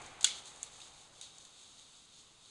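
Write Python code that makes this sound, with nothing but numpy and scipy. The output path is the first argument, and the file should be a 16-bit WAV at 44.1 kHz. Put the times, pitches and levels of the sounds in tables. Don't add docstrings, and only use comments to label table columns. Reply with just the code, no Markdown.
import sys
import numpy as np
from scipy import signal
from scipy.fft import rfft, irfft
from scipy.io import wavfile

SR = 44100
rng = np.random.default_rng(int(sys.argv[2]) if len(sys.argv) > 2 else 0)


def generate_wav(sig):
    pcm = np.round(np.clip(np.atleast_2d(sig).T, -1, 1) * 32767).astype(np.int16)
    wavfile.write(sys.argv[1], SR, pcm)


N = 110250

# f/Hz, level/dB
CRACKLE_COLOUR = [(600, -38), (1400, -12), (1750, -17.5), (2300, -14), (3100, -5), (3750, 3), (4060, -2.5),
                  (4400, -1), (5160, -8), (5850, -8.5), (6200, -1), (6540, 1.5), (7210, -2.5), (8000, -2),
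                  (9910, -9), (11000, -21), (12000, -32.5), (12500, -46)]


def amp(db):
    return 10 ** (np.asarray(db) / 20)


def unit(x):
    return x / np.sqrt(np.mean(x ** 2) + 1e-20)


def along(points, hz):
    f, values = np.transpose(points)
    return np.interp(np.log(hz + 1), np.log(f + 1), values)


def fader(points):
    return amp(np.interp(np.arange(N) / SR, *np.transpose(points)))


def coloured(x, spectrum, pitch_hz=1000, fall_db=0):
    hz = np.fft.rfftfreq(2 * N, 1 / SR)
    octaves_off = np.abs(np.log2((hz + 1) / pitch_hz))
    gain = unit(amp(along(spectrum, hz) - fall_db * octaves_off))
    cepstrum = irfft(np.log(np.maximum(gain, 1e-5)))
    cepstrum[1:N] *= 2
    cepstrum[N + 1:] = 0
    return irfft(rfft(x, 2 * N) * np.exp(rfft(cepstrum)))[:N]


def noise(spectrum):
    return unit(coloured(rng.standard_normal(N), spectrum))


def decay(t, t60):
    return np.exp(-np.log(1000) * t / np.maximum(t60, 1e-3))


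def at(start_s, x):
    return np.pad(x, (max(round(start_s * SR), 0), 0))[:N]


def leaf_litter():
    # t/s, level/dB
    surges = [(0, -60.5), (.05, -63), (.17, -64.5), (.22, -63.5), (.39, -51.5), (.43, -63), (.475, -52.5),
              (.53, -59), (.6, -58.5), (.655, -54), (.7, -61.5), (.74, -55.5), (.78, -57.5), (.84, -54),
              (.92, -61), (1.01, -57.5), (1.11, -66), (1.18, -58.5), (1.24, -58.5), (1.33, -61.5),
              (1.41, -58.5), (1.52, -62.5), (1.6, -57.5), (1.77, -60), (1.795, -56), (1.86, -61.5),
              (1.96, -59.5), (2.1, -64), (2.2, -57.5), (2.26, -64), (2.39, -65.5), (2.42, -61.5),
              (2.5, -59.5)]
    grains_per_s, spread_db, grain_share = 1500, 4, 0.22
    sizes = amp(spread_db * np.minimum(rng.exponential(size=N), 4)) * rng.choice([-1, 1], N)
    grains = unit(sizes * (rng.random(N) < grains_per_s / SR))
    crush = np.sqrt(grain_share) * grains + np.sqrt(1 - grain_share) * rng.standard_normal(N)
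    near = coloured(crush, CRACKLE_COLOUR, pitch_hz=7000, fall_db=3)
    far = coloured(crush, CRACKLE_COLOUR, pitch_hz=3650, fall_db=3)
    distance = np.clip(np.arange(N) / SR / 1.9, 0, 1)
    return fader(surges) * ((1 - distance) * near + distance * far)


def boar_pass():
    # t/s, level/dB
    fade = [(0, -57), (.08, -60.5), (.2, -61), (.35, -68), (.8, -69.5), (1.4, -95)]
    # f/Hz, level/dB
    colour = [(15, -8), (40, 10), (90, 5.5), (160, -2), (650, -6.5), (780, 3.5), (950, -5), (2200, 3),
              (3500, -8.5), (6000, -35), (12000, -64)]
    return fader(fade) * noise(colour)


def scuffing():
    # t/s, level/dB
    fade = [(0, -53), (.1, -57), (.3, -57.5), (.55, -61.5), (1.2, -67), (2.1, -75.5), (2.5, -75)]
    # f/Hz, level/dB
    colour = [(40, -15.5), (150, -10), (400, -4.5), (520, -2), (630, -3.5), (780, 2), (920, -2),
              (1250, -2.5), (1500, -5.5), (1700, -11), (2300, -8.5), (3500, -11), (6000, -37), (12000, -57)]
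    return fader(fade) * noise(colour)


def rumble():
    # t/s, level/dB
    swells = [(0, -68.5), (.6, -79.5), (.97, -73.5), (1.1, -76), (1.3, -72), (1.55, -83.5), (2.5, -81.5)]
    # f/Hz, level/dB
    colour = [(20, -13), (60, -11.5), (95, -4.5), (128, 2), (170, -8.5), (400, -37), (2000, -80)]
    return fader(swells) * noise(colour)


def hiss():
    # f/Hz, level/dB
    colour = [(15, 0.5), (40, -1.5), (80, -2), (125, -2.5), (170, -2), (300, -5), (700, -10), (1150, -6),
              (1750, -14), (2700, -9), (3700, -8), (5500, -13.5), (6700, -26), (10000, -14.5), (11000, -35),
              (12400, -35.5)]
    return amp(-67.5) * noise(colour)


def fracture(t60):
    return rng.choice([-1., 1.], N) * decay(np.arange(N) / SR, t60)


def trunk_scatter():
    # f/Hz, t60/s
    reverb_times = [(500, 0.7), (1500, 0.35), (3500, 0.51), (7000, 0.26), (11000, 0.25)]
    rise_s = 0.0023
    hz, t, bands = signal.stft(rng.standard_normal(N), SR, nperseg=256)
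    bands *= decay(t, along(reverb_times, hz)[:, None])
    tail = signal.istft(bands, SR, nperseg=256)[1][:N]
    return tail * (1 - np.exp(-np.arange(N) / SR / rise_s))


def twigs():
    # t/s, level/dB, pitch/Hz, fall off the pitch/(dB per octave), t60/s, echo re crack/dB
    snaps = [(0.017, -49, 6400, 7, .031, 0), (.044, -50, 6500, -6, .02, 4),
             (.063, -46, 6300, 15, 0.014, 0.5), (0.2096, -37, 3000, 2.5, 0.021, 0),
             (.229, -35.5, 7700, 6, 0.021, -6), (.2735, -34.5, 2150, 31, .022, -10),
             (0.4561, -45, 7000, 17, 0.01, 5), (.561, -45, 6760, 15, 0.0078, -6),
             (.63, -27.5, 7340, 33, 0.0057, -17), (.631, -50, 2100, 20, 0.048, -3),
             (0.6316, -43.5, 9650, 15, 0.049, -9), (.801, -45, 2600, 60, 0.013, -2),
             (.802, -48, 7400, 8, .022, -8), (.8158, -43.5, 4030, 45, 0.017, -10),
             (0.8223, -50, 3860, 48, 0.018, -8), (1.2128, -35, 7500, 1, 0.009, -1.5),
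             (1.2131, -42, 3850, 55, .022, -7), (1.224, -51.5, 4400, 10, 0.13, 1.5),
             (1.383, -44.5, 6740, 19, 0.015, -11), (1.451, -49.5, 4400, 0, 0.035, -5)]
    echo_focus = 0.23
    out = np.zeros(N)
    for start_s, db, hz, fall_db, t60, echo_db in snaps:
        crack, echo = fracture(t60), trunk_scatter()
        echo *= amp(echo_db) * np.linalg.norm(crack) / np.linalg.norm(echo)
        crack = coloured(crack, CRACKLE_COLOUR, hz, fall_db)
        echo = coloured(echo, CRACKLE_COLOUR, hz, echo_focus * fall_db)
        out += amp(db) * at(start_s, crack + echo)
    return out


def branch_break():
    # f/Hz, level/dB, t60/s
    modes = [(1480, -15, 0.039), (2310, -18.5, 0.035), (2870, -11, 0.044), (3370, 0, 0.023),
             (3704, -9.5, 0.04), (4310, -8.5, 0.038), (4603, -12, 0.028), (6200, -10.5, 0.029),
             (6750, -4, 0.013), (7155, 4.5, 0.015), (7700, -8, 0.033), (8140, -12, 0.02), (8360, -6, 0.02),
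             (10040, -10.5, 0.022)]
    # f/Hz, level/dB
    crack_colour = [(60, -41), (200, -27), (620, -25), (1010, -22), (1550, -3), (1880, -19.5),
                    (2500, -17.5), (3400, -4.5), (5400, -15), (6700, 1), (8310, -7), (10100, -13),
                    (11000, -38), (12000, -25), (12800, -53)]
    # f/Hz, level/dB
    echo_colour = [(150, -50), (300, -36), (700, -29), (1100, -18.5), (1550, -12), (1800, -12.5),
                   (2250, -5), (2600, -10), (3000, -2), (3450, -0.5), (4300, -0.5), (5400, -7.5), (6600, 2),
                   (8240, -3.5), (10100, -8.5), (11000, -26), (12400, -41)]
    break_s, ring_rise_s, slap_delay_s = 0.244, 0.00058, 0.023
    t = np.arange(N) / SR
    ring = sum((-1) ** k * amp(db) * np.sin(2 * np.pi * hz * t) * decay(t, t60)
               for k, (hz, db, t60) in enumerate(modes))
    ring *= 1 - np.exp(-t / ring_rise_s)
    blow = amp(-10.5) * (t == 0)
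    fibres = amp(-19.5) * fracture(t60=0.028)
    direct = amp(-15.5) * ring + coloured(blow + fibres, crack_colour)
    slap = amp(-19) * at(slap_delay_s, direct)
    echo = amp(-32) * coloured(trunk_scatter(), echo_colour)
    lingering_note = amp(-41.5) * coloured(trunk_scatter(), echo_colour, pitch_hz=3430, fall_db=104)
    return at(break_s, direct + slap + echo + lingering_note)


def scene():
    wood = branch_break() + twigs()
    running = leaf_litter() + boar_pass() + scuffing() + rumble()
    return (wood + running + hiss())[None]


def record(dry):
    cutoff_hz = 12450
    hz = np.fft.rfftfreq(2 * N, 1 / SR)
    return irfft(rfft(dry, 2 * N) * (hz < cutoff_hz))[:, :N]


dry = scene()
out = record(dry)
generate_wav(out)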